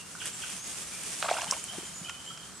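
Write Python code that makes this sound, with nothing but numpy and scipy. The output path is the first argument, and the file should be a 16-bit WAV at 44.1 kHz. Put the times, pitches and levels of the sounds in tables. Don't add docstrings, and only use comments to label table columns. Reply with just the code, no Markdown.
import sys
import numpy as np
from scipy import signal
from scipy.fft import rfft, irfft
from scipy.io import wavfile
from scipy.ndimage import uniform_filter1d

SR = 44100
rng = np.random.default_rng(int(sys.argv[2]) if len(sys.argv) > 2 else 0)


def to_wav(s):
    ch = np.atleast_2d(s).T
    pcm = np.round(np.clip(ch, -1, 1) * 32767)
    wavfile.write(sys.argv[1], SR, pcm.astype(np.int16))


N = 114660

# (time [s], level [dB])
SQUELCH_LEVEL = [(1.216, -90), (1.222, -32), (1.237, -40), (1.247, -33), (1.277, -44.5), (1.288, -30),
                 (1.305, -35), (1.335, -37), (1.44, -39.5), (1.49, -46.5), (1.54, -36.5), (1.6, -80),
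                 (1.74, -48), (1.9, -61.5)]
FIZZ_PER_S, FIZZ_LOW_HZ, FIZZ_HIGH_HZ = 1200, 579, 5000
FIZZ_PITCHES = 40
FIZZ_CYCLES = 7.8
# (time [s], level [dB], pitch [Hz], length [s], pitch rise [share per length])
AIR_POCKETS = [(1.2268, -13.5, 1400, .0016, -.1), (1.3122, -13, 660, .008, .1),
               (1.242, -28, 640, .014, .03), (1.259, -25, 950, .004, .3), (1.285, -24, 1300, .011, -.08),
               (1.301, -30, 2600, .007, -.05), (1.341, -29, 2650, .005, .08), (1.347, -31, 620, .014, .05),
               (1.368, -28, 1450, .007, .06), (1.385, -28, 900, .012, .1), (1.4185, -23, 1100, .003, .05),
               (1.43, -29, 680, .009, .1), (1.439, -28, 1000, .005, .15), (1.47, -31, 850, .007, .07),
               (1.523, -20, 1000, .009, .1), (1.523, -28, 600, .005, 0), (1.566, -33, 880, .009, .07)]
POCKET_FLUTTER = .12

# (time [s], level [dB], crack
# centre [Hz], knock level beside the crack [dB])
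SNAPS = [(0.2568, -23, 9300, -6), (1.0343, -26, 9100, -7), (1.226, -22, 3430, -3), (1.31, -21.5, 7060, -8),
         (1.4175, -24.5, 6670, -6), (1.4436, -26.5, 7160, -25), (1.5105, -11, 6570, -26),
         (1.6401, -24, 8500, -13), (2.0947, -27.5, 6700, 1), (2.3753, -35.5, 6200, -3)]
CRACK_T60, CRACK_WIDTH_HZ = .011, 3000
KNOCK_T60, KNOCK_HZ, KNOCK_WIDTH_HZ = .02, 2100, 2200
TAIL_T60, TAIL_DB = .13, -20

# (time [s], level [dB], pitch [Hz], left over right [dB])
THUDS = [(1.483, -35.5, 173, 1), (1.775, -36, 185, -3), (1.7822, -29, 355, 10), (1.831, -35, 402, 2),
         (1.89, -39, 190, 5), (2.012, -33.5, 176, -1)]
THUD_CYCLES = 2.8

# (time [s], level [dB])
RUSTLE_LEVEL = [(0, -47), (.14, -44.5), (.25, -39.5), (.27, -34.5), (.33, -43.5), (.42, -39.5), (.62, -43),
                (.7, -40), (1.1, -39), (1.3, -38.5), (1.46, -38), (1.53, -36.5), (1.62, -41.5), (1.9, -44),
                (1.95, -46), (2.6, -49.5)]
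# (frequency [Hz], relative level per Hz [dB])
RUSTLE_COLOUR = [(300, -7.5), (1000, -9.5), (2500, -4.5), (3500, -4.5), (4000, -8), (6000, -2), (9000, 1),
                 (10500, -6), (12000, -15), (15000, -32.5)]
CRACKLE_PER_S, CRACKLE_SPREAD_DB = 2500, 3.4
CRACKLE_SHARE = 0.47
GUST_DB = 1.4

# (time [s], length [s], middle pitch [Hz], level [dB])
NOTES = [(0, 0.018, 2770, -43.5), (0.152, 0.012, 1423, -39.5), (0.333, 0.027, 7620, -39.5),
         (0.567, 0.072, 6290, -48), (0.605, 0.087, 6610, -45), (0.915, 0.1, 2390, -50.5),
         (1.246, 0.033, 7630, -43), (1.573, 0.05, 6760, -45.5), (1.837, .06, 7070, -48),
         (1.937, 0.067, 6930, -42), (2.052, 0.041, 2490, -47.5), (2.081, 0.04, 1390, -45.5),
         (2.246, 0.085, 7380, -48.5), (2.305, 0.024, 1300, -44.5), (2.54, 0.086, 7750, -49)]
NOTE_RISE_HZ, WARBLE_HZ = 76, 45
# (time [s], length [s], middle pitch [Hz], level [dB])
TRILLS = [(1.474, 0.055, 3100, -44), (1.681, 0.049, 3070, -42), (2.043, 0.0637, 3067, -42),
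          (2.26, 0.063, 3110, -42)]
TRILL_PER_S, TRILL_DEPTH, TRILL_RISE_HZ = 80, .5, 130
# (delay [s], level beside the direct trill [dB])
TRUNKS = [(.097, -9.5), (.155, -11)]
# (time [s], level [dB])
CHIPS = [(0.202, -40.5), (.419, -40.5)]
CHIP_S, CHIP_TOP_HZ, CHIP_END_HZ = .013, 3450, 2050
CHIP_ECHO_DB = 10
TICK_DELAY_S, TICK_S, TICK_TOP_HZ, TICK_END_HZ = .016, 0.0106, 1637, 1335
TREES_T60, TREES_DB, TREES_LOW_HZ, TREES_HIGH_HZ = .6, .5, 1900, 7000

# (frequency [Hz], relative level per Hz [dB])
AIR_COLOUR = [(25, -90), (60, -4), (110, -6), (170, 3), (260, -6), (700, -13), (1350, -7), (3000, -23.5),
              (4300, -14), (7900, -14.5), (15000, -34)]
AIR_DB = -50
# (frequency [Hz], likeness [0-1])
LEFT_RIGHT_LIKENESS = [(60, 0.81), (500, 0.53), (2000, 0.66), (5000, 0.36), (10000, 0.056)]
BASS_EDGE_HZ, TREBLE_EDGE_HZ = 45, 15150


def amp(db):
    return 10 ** (np.asarray(db) / 20)


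def evened(x):
    return x / np.sqrt(np.mean(x ** 2) + 1e-20)


def slow_noise(count, window):
    once = uniform_filter1d(rng.standard_normal(count), window)
    return evened(uniform_filter1d(once, window))


def read(points, hz):
    f, value = np.transpose(points)
    return np.interp(np.log(hz + 1), np.log(f + 1), value)


def level(curve):
    return amp(np.interp(np.arange(N) / SR, *np.transpose(curve)))


def add(mix, s, sound, pan_db=-1.5):
    part = mix[:, round(s * SR):][:, :len(sound)]
    part += sound[:part.shape[1]] * amp([[pan_db / 2], [-pan_db / 2]])


def band(x, hz, width_hz):
    edges = np.clip([hz - width_hz / 2, hz + width_hz / 2], 100, 11000)
    return signal.sosfilt(signal.butter(3, edges, "bandpass", fs=SR, output="sos"), x)


def pair(x, colour):
    hz = np.fft.rfftfreq(N, 1 / SR)
    first, second = rfft(x)
    same = np.clip(read(LEFT_RIGHT_LIKENESS, hz), 0, 1)
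    right = same * first + np.sqrt(1 - same ** 2) * second
    coloured = irfft(np.array([first, right]) * amp(read(colour, hz)), N)
    return evened(coloured) * amp([[-.5], [.5]])


def ring(hz, length, rise, attack=0.13):
    u = np.arange(0, 3 * length, 1 / SR) / length
    tone = np.sin(2 * np.pi * np.cumsum(hz * (1 + rise * u)) / SR)
    return tone * np.minimum(u / attack, 1) * np.exp(-1.6 * u)


def mud():
    return band(fizz() + air_pockets(), 3200, 5600)


def fizz():
    out = np.zeros((2, N))
    which = rng.integers(0, FIZZ_PITCHES, N)
    size = amp(1.74 * np.minimum(rng.exponential(1, N), 4))
    bursts = size * (rng.random(N) < FIZZ_PER_S / SR)
    for k, hz in enumerate(np.geomspace(FIZZ_LOW_HZ, FIZZ_HIGH_HZ, FIZZ_PITCHES)):
        cycles, rise, pan = rng.random(3)
        grain = ring(hz, FIZZ_CYCLES * (0.3 + cycles) / hz, 0.387 * rise)
        grain = grain * (hz / 1000) ** 0.28
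        add(out, 0, signal.oaconvolve(bursts * (which == k), grain), 9 * pan - 5.5)
    return evened(out) * level(SQUELCH_LEVEL)


def air_pockets():
    out = np.zeros((2, N))
    for s, db, hz, length, rise in AIR_POCKETS:
        pop = ring(hz, length, rise)
        flutter = slow_noise(4000, 90)[:len(pop)]
        add(out, s, amp(db) * pop * (1 + POCKET_FLUTTER * flutter))
    return out


def snaps():
    out, t = np.zeros((2, N)), np.arange(5000) / SR
    for s, db, hz, knock_db in SNAPS:
        a, b, c, d = rng.standard_normal((4, len(t)))
        crack = band(a * amp(-60 * t / CRACK_T60), hz, CRACK_WIDTH_HZ)
        knock = band(b * amp(-60 * t / KNOCK_T60), KNOCK_HZ, KNOCK_WIDTH_HZ)
        crack = crack / abs(crack).max()
        knock = knock / abs(knock).max()
        add(out, s, amp(db) * (crack + amp(knock_db) * knock))
        tail = evened(band(np.array([c, 1.1 * c + 0.24 * d]), 7340, 4300))
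        tail = tail * amp(db + TAIL_DB - 60 * t / TAIL_T60)
        out[:, round(s * SR):][:, :len(t)] += tail
    return out


def thuds():
    out = np.zeros((2, N))
    for s, db, hz, pan_db in THUDS:
        add(out, s, amp(db) * ring(hz, THUD_CYCLES / hz, -0.026, 0.31), pan_db)
    return out


def rustle():
    size = amp(CRACKLE_SPREAD_DB * np.minimum(rng.exponential(1, (2, N)), 5))
    size = size * rng.choice([-1, 1], (2, N))
    cracks = evened(size * (rng.random((2, N)) < CRACKLE_PER_S / SR))
    hiss = rng.standard_normal((2, N))
    mix = CRACKLE_SHARE * cracks + (1 - CRACKLE_SHARE) * hiss
    gusts = amp(GUST_DB * slow_noise(N, 1500))
    return level(RUSTLE_LEVEL) * pair(mix * gusts, RUSTLE_COLOUR)


def birds():
    near, far = np.zeros((2, 2, N))
    for s, length, hz, db in NOTES:
        add(near, s, whistle(length, hz - NOTE_RISE_HZ / 2, hz + NOTE_RISE_HZ / 2, db))
    for s, length, hz, db in TRILLS:
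        note = trill(length, hz, db)
        add(near, s, note)
        for delay, echo_db in TRUNKS:
            add(near, s + delay, amp(echo_db) * note)
    for s, db in CHIPS:
        add(far, s, whistle(CHIP_S, CHIP_TOP_HZ, CHIP_END_HZ, db))
        add(near, s + TICK_DELAY_S, 1.2 * whistle(TICK_S, TICK_TOP_HZ, TICK_END_HZ, db))
    into_trees = amp(TREES_DB) * near + amp(CHIP_ECHO_DB) * far
    echo = signal.fftconvolve(into_trees, trees(), axes=1)[:, :N]
    return near + far + echo


def whistle(length, first_hz, last_hz, db):
    u = np.arange(0, length, 1 / SR) / length
    wobble, flutter = (evened(uniform_filter1d(v, 150))[:len(u)] for v in rng.standard_normal((2, 8000)))
    hz = first_hz + (last_hz - first_hz) * u ** 1.126 + WARBLE_HZ * wobble
    shape = np.sin(np.pi * u ** 0.64) ** .5 * (1 + .3 * flutter)
    return amp(db) * shape * np.sin(2 * np.pi * np.cumsum(hz) / SR)


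def trill(length, hz, db):
    note = whistle(length, hz - TRILL_RISE_HZ / 2, hz + TRILL_RISE_HZ / 2, db)
    t = np.arange(len(note)) / SR
    return note * (1 - TRILL_DEPTH * np.cos(2 * np.pi * TRILL_PER_S * t))


def trees():
    t = np.arange(SR) / SR
    fade = amp(-60 * t / TREES_T60) * np.minimum(t / 0.006, 1)
    a, b = rng.standard_normal((2, SR)) * fade
    b_a = signal.butter(1, [TREES_LOW_HZ, TREES_HIGH_HZ], "band", fs=SR)
    return signal.lfilter(*b_a, [a, .5 * a + 0.81 * b]) / np.linalg.norm(a)


def air():
    return amp(AIR_DB) * pair(rng.standard_normal((2, N)), AIR_COLOUR)


def scene():
    return mud() + snaps() + thuds() + rustle() + birds() + air()


def record(dry):
    thin = signal.lfilter(*signal.butter(2, BASS_EDGE_HZ, "high", fs=SR), dry)
    treble_cut = signal.firwin(511, TREBLE_EDGE_HZ, window=("kaiser", 9), fs=SR)
    return signal.oaconvolve(thin, treble_cut[None], "same")


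dry = scene()
out = record(dry)
to_wav(out)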